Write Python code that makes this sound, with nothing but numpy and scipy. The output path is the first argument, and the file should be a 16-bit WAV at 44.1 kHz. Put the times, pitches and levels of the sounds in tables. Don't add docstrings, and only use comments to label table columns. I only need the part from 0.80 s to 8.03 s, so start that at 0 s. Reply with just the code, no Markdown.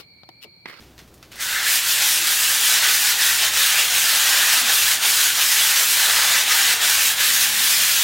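import sys
import numpy as np
from scipy import signal
from scipy.fft import rfft, irfft
from scipy.io import wavfile

SR = 44100
rng = np.random.default_rng(int(sys.argv[2]) if len(sys.argv) > 2 else 0)


def digitize_waveform(pressure):
    field = np.atleast_2d(pressure).T
    bounded = np.clip(field, -1, 1)
    quanta = np.round(bounded * 32767).astype(np.int16)
    wavfile.write(sys.argv[1], SR, quanta)


N = 318843
TIME = np.arange(N) / SR


def from_db(db):
    return 10 ** (np.asarray(db) / 20)


def rms_one(x):
    return x / np.sqrt(np.mean(x ** 2) + 1e-20)


def in_time(rows):
    times, *columns = np.transpose(rows)
    return [np.interp(TIME, times, column) for column in columns]


def at_hz(points, hz):
    f, value = np.transpose(points)
    return np.interp(np.log(np.maximum(hz, 1)), np.log(f), value)


def swells(rows):
    return sum(height * np.exp(-((TIME - s) / half_s) ** 2) for s, height, half_s in rows)


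def drift(rate_hz):
    hop, settle = 40, 2000
    pole = np.exp(-2 * np.pi * rate_hz * hop / SR)
    noise = rng.standard_normal(N // hop + settle + 2)
    slow = signal.lfilter([1], [1, -2 * pole, pole * pole], noise)[settle:]
    return np.interp(np.arange(N) / hop, np.arange(len(slow)), rms_one(slow))


def waver():
    return from_db(2 * drift(rate_hz=4))


def colour(x, eq):
    size = 8192
    gain = from_db(at_hz(eq, np.fft.rfftfreq(size, 1 / SR)))
    cepstrum = irfft(np.log(gain))
    fold = 1 + np.sign(size / 2 - np.arange(size)) * (np.arange(size) > 0)
    response = irfft(np.exp(rfft(cepstrum * fold)))
    return signal.oaconvolve(x, response)[:N]


def butter(x, hz, kind):
    return signal.sosfilt(signal.butter(2, hz, kind, fs=SR, output="sos"), x + 1e-18)


def resonate(x, hz, width_hz):
    r = np.exp(-np.pi * width_hz / SR)
    feedback = [1, -2 * r * np.cos(2 * np.pi * hz / SR), r * r]
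    return signal.lfilter(np.array([1, 0, -1]) * (1 - r * r) / 2, feedback, x)


def grit(per_s, spread_db):
    sizes = from_db(spread_db * np.clip(rng.standard_normal(N), -2.5, 2.5))
    signs = rng.choice([-1, 1], N)
    catches = rng.random(N) < per_s / SR
    return rms_one(sizes * signs * catches / np.sqrt(per_s))


# f/Hz, level/dB
AIR_EQ = [(20, -7), (38, -23), (55, -13), (80, -2.5), (130, -3), (220, -3.5), (340, -4.5), (500, -10),
          (1000, -16), (2000, -24.5), (5000, -23.5), (9000, -31), (16000, -28)]

def air():
    return from_db(-50.5) * rms_one(colour(rng.standard_normal(N), AIR_EQ))


# t/s, rise/dB, half length/s
HUM_RIDES = [(.09, 10, .12), (2.62, 9, .18), (3.46, 6, .07), (4.03, 8, .07), (5.4, 9, .1), (5.62, -8, .05),
             (6.17, 5, .1), (6.82, -8, .12)]

def mains_hum(hz=60):
    level_db = -60 + swells(HUM_RIDES) + 2 * drift(rate_hz=4.1)
    phase = 2 * np.pi * hz * TIME + drift(rate_hz=3.1) / 2
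    octave = from_db(-62) * waver() * np.sin(2 * phase)
    return np.sqrt(2) * (from_db(level_db) * np.sin(phase) + octave)


# t/s, level/dB, bright edge re level/dB, rustle decay/s
CREASES = [(0.004, -49, -8, .07), (0.1795, -47, -11, .025), (0.190, -48, -9, .025), (0.277, -57, 3, .02),
           (0.341, -55, 10, .016), (0.378, -58, -2, .012), (0.427, -46, -14, .028), (0.518, -41, -3, .03),
           (0.557, -46, 11, .025)]
# f/Hz, level/dB
CREASE_EQ = [(400, -17), (1000, -8), (1700, -1), (2500, -1), (5500, -4), (8000, -13.5), (16000, -17)]

def paper_crackles(snap_s=0.002):
    body, edge = np.zeros(N), np.zeros(N)
    for s, level_db, edge_db, rustle_s in CREASES:
        age = np.maximum(TIME - s, 0)
        envelope = from_db(level_db) * (TIME >= s) * (np.exp(-age / rustle_s) + np.exp(-age / snap_s))
        body += envelope
        edge += from_db(edge_db) * envelope
    fibres = rms_one(colour(grit(per_s=11000, spread_db=6), CREASE_EQ))
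    return body * fibres + butter(edge * fibres, 7100, "high")


# t/s, speed re full pace/dB
HAND_PACE = [(.5, -42), (.52, -40), (.585, -29), (.61, -7.8), (.84, -7.5), (.89, 0.3), (1.9, 0.56),
             (2.5, 0.4), (2.85, 0.5), (3.2, -0.04), (3.95, 0.15), (4.35, .5), (5.05, 0.5), (5.4, -0.4),
             (5.75, 0.1), (6.25, -0.04), (6.9, 0.55), (7.23, -0.4)]
# t/s, force re usual/dB
HAND_FORCE = [(.68, -3), (.8, 1), (1.0, -1.5), (1.85, -0.7), (2.02, 3), (2.15, -.5), (2.6, .8), (3.03, 1.2),
              (3.25, 0.3), (3.46, 3), (3.78, 1.7), (4.0, 0.2), (4.35, 0), (5.12, 0.5), (5.26, 3.3),
              (5.9, 3), (6.3, -.5), (7.23, -0.6)]
# t/s, speed loss/dB, half length/s, bite in force/dB
HAND_TURNS = [(1.03, 6.5, 0.045, 1.0), (1.171, 3, 0.068, 2), (1.428, 4, 0.069, 1), (1.593, 2, 0.056, 0.5),
              (1.775, 2.5, 0.067, 0.5), (2.002, 2.7, 0.032, 1), (2.194, 1, 0.052, -0.5),
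              (2.357, 6.4, 0.034, 1.1), (2.579, 2.5, 0.068, 4), (2.714, 7.8, 0.042, 2),
              (2.938, 1.6, 0.04, 2.5), (3.085, 4.5, 0.053, 0), (3.841, 7, 0.025, 3.2), (4.19, 10, 0.036, 4),
              (4.541, 5.2, 0.047, 2.1), (4.95, 2.5, 0.025, 0.8), (5.072, 2.3, 0.017, -3),
              (5.651, 6.5, 0.042, -1), (5.984, 9.5, 0.034, 2.5), (6.356, 7.5, 0.039, 3.5),
              (6.728, 4, 0.053, 1)]

def hand(bite_after_s=0.054, bite_half_s=0.03):
    pace_db, = in_time(HAND_PACE)
    force_db, = in_time(HAND_FORCE)
    slowing_db = swells([(s, loss_db, half_s) for s, loss_db, half_s, _ in HAND_TURNS])
    bite_db = swells([(s + bite_after_s, db, bite_half_s) for s, _, _, db in HAND_TURNS])
    return pace_db - slowing_db, force_db + bite_db


# f/Hz, level/dB
COARSE_EQ = [(500, -45), (1000, -14.5), (1500, -12), (1900, -12), (2300, -0.5), (2700, 1), (3500, 1.5),
             (4200, 0), (5000, -2.5), (7000, -4), (9000, -6.5), (12000, -16), (16000, -9)]
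FINE_EQ = [(2000, -33), (5000, 4), (7000, 4.5), (8500, 3), (11000, 3.5), (13500, 3), (16000, 0)]

def scrape(speed_db, force_db, density):
    coarse = rms_one(colour(grit(per_s=22000 * density, spread_db=3), COARSE_EQ))
    fine = rms_one(colour(grit(per_s=24000 * density, spread_db=2.8), FINE_EQ))
    coarse_db = -19 + 0.69 * speed_db + 0.55 * force_db
    fine_db = -19.5 + 1.3 * speed_db - 0.43 * force_db
    return from_db(coarse_db) * coarse + from_db(fine_db) * fine


# f/Hz, width/Hz, level/dB
PAPER_MODES = [(1360, 250, -4.5), (1561, 160, -0.5), (1761, 122, 1), (1987, 210, 0.5)]
# t/s, rise/dB, half length/s
PAPER_RASPS = [(.585, 8, 0.022), (.66, 4.5, 0.049), (.775, 9, 0.055), (.868, 6.5, 0.019), (1.08, 1, 0.018),
               (2.04, 3.5, .03), (2.29, 2.5, .025), (2.51, 2.5, .015), (2.82, 2, 0.019), (3.54, 4.5, 0.011),
               (3.63, 2, .02), (3.71, 4, .025), (4.08, 5, .025), (4.76, 1.5, 0.036), (4.94, 4.5, 0.036),
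               (5.55, 5.5, 0.012), (5.71, 6.5, 0.018), (5.9, 3.5, 0.043)]

def paper_ring(speed_db, force_db, density):
    level_db = -28.5 + 0.69 * speed_db + 0.87 * force_db
    level_db += swells(PAPER_RASPS) + 0.47 * drift(rate_hz=24)
    ring = np.zeros(N)
    for hz, width_hz, mode_db in PAPER_MODES:
        catches = grit(per_s=5200 * density, spread_db=2.2)
        ring += from_db(mode_db) * rms_one(resonate(catches, hz, width_hz))
    return from_db(level_db) * rms_one(butter(ring, [1150, 2500], "band"))


# f/Hz, level/dB
RUB_EQ = [(80, -22), (200, -20.5), (400, -8), (520, -4), (680, -1.5), (830, 3.5), (960, 2.5), (1250, 2),
          (2000, -7.5), (4000, -39)]

def palm_rub(speed_db, force_db, density):
    catches = grit(per_s=3500 * density, spread_db=1.5)
    level_db = -38 + 0.3 * speed_db + 1.52 * force_db
    return from_db(level_db) * rms_one(colour(catches, RUB_EQ))


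def flex(x, depth_db, width_hz, lasts_s):
    framing = dict(fs=SR, nperseg=512, noverlap=384)
    hz, s, frames = signal.stft(x, **framing)
    steps = np.arange(-24, 25)
    across_hz = np.exp(-(steps * hz[1] / width_hz) ** 2)
    across_time = np.exp(-(steps * s[1] / lasts_s) ** 2)
    noise = rng.standard_normal(frames.shape)
    peaks = rms_one(signal.fftconvolve(noise, np.outer(across_hz, across_time), "same"))
    return signal.istft(frames * from_db(depth_db * peaks), **framing)[1][:N]


def plaster(lumps_per_s=90, fade_s=0.005):
    hits = rng.random(N) * (rng.random(N) < lumps_per_s / SR)
    jolts = signal.lfilter([1], [1, -np.exp(-1 / (fade_s * SR))], hits)
    patches_db = 0.43 * drift(rate_hz=22)
    return 0.5 * rms_one(jolts - jolts.mean()) + patches_db


def sanding():
    speed_db, force_db = hand()
    density = from_db(0.45 * speed_db)
    hiss = scrape(speed_db, force_db, density)
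    body = paper_ring(speed_db, force_db, density) + palm_rub(speed_db, force_db, density)
    hiss = flex(hiss, depth_db=1.26, width_hz=130, lasts_s=0.021)
    body = flex(body, depth_db=2.6, width_hz=41, lasts_s=0.027)
    contact, = in_time([(0.505, 0.16), (0.525, 1)])
    return contact * from_db(plaster()) * (hiss + body)


# t/s, level/dB, f/Hz
WEIGHT_SHIFTS = [(1.42, -46, 324), (3.79, -47, 314), (3.85, -44, 218), (4.28, -47, 216)]

def weight_bumps(width_hz=66, half_s=0.033):
    out = np.zeros(N)
    for s, level_db, hz in WEIGHT_SHIFTS:
        thud = resonate(resonate(rng.standard_normal(N), hz, width_hz), hz, width_hz)
        out += rms_one(thud) * swells([(s, from_db(level_db), half_s)])
    return out


# t/s, firing rate/Hz, level/dB
MOTOR_PASS = [(5.5, 71, -80), (6.35, 74, -63), (6.8, 70.7, -54), (7.23, 66, -63)]
# multiple of the firing rate, level/dB
MOTOR_HARMONICS = [(2, -3), (3, 2)]

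def far_motor():
    firing_hz, level_db = in_time(MOTOR_PASS)
    unsteady_hz = firing_hz * (1 + 0.0064 * drift(rate_hz=9.1))
    phase = 2 * np.pi * np.cumsum(unsteady_hz) / SR
    drone = sum(from_db(level_db + db) * waver() * np.sin(k * phase) for k, db in MOTOR_HARMONICS)
    return np.sqrt(2) * drone


# f/Hz, t60/s
SHELTER_DECAY = [(200, 0.39), (1500, 0.53), (5000, 0.14), (15000, 0.38)]

def tail(x, predelay_s=0.004):
    t, response = TIME[:SR // 2], 0
    edges_hz = np.geomspace(120, 17000, 8)
    for low, high in zip(edges_hz, edges_hz[1:]):
        t60 = at_hz(SHELTER_DECAY, np.sqrt(low * high))
        band = butter(rng.standard_normal(len(t)), [low, high], "band")
        response += band * from_db(-60 * t / t60)
    response *= t > predelay_s
    return signal.oaconvolve(x, response / np.linalg.norm(response))[:N]


def shelter(x, wet_db, sweep_hz=1.4):
    sweep = 2 * np.pi * sweep_hz * TIME
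    return x + from_db(wet_db) * (tail(x * np.cos(sweep)) + tail(x * np.sin(sweep)))


def scene():
    work = shelter(sanding() + paper_crackles() + weight_bumps(), wet_db=-10.5)
    mono = from_db(-0.4) * work + air() + mains_hum() + far_motor()
    return np.array([mono, mono])


def record(dry, ceiling=1.1, cutoff_hz=15850):
    rounded = ceiling * np.tanh(dry / ceiling)
    return signal.sosfilt(signal.ellip(12, 0.1, 85, cutoff_hz, fs=SR, output="sos"), rounded)


dry = scene()
out = record(dry)
digitize_waveform(out)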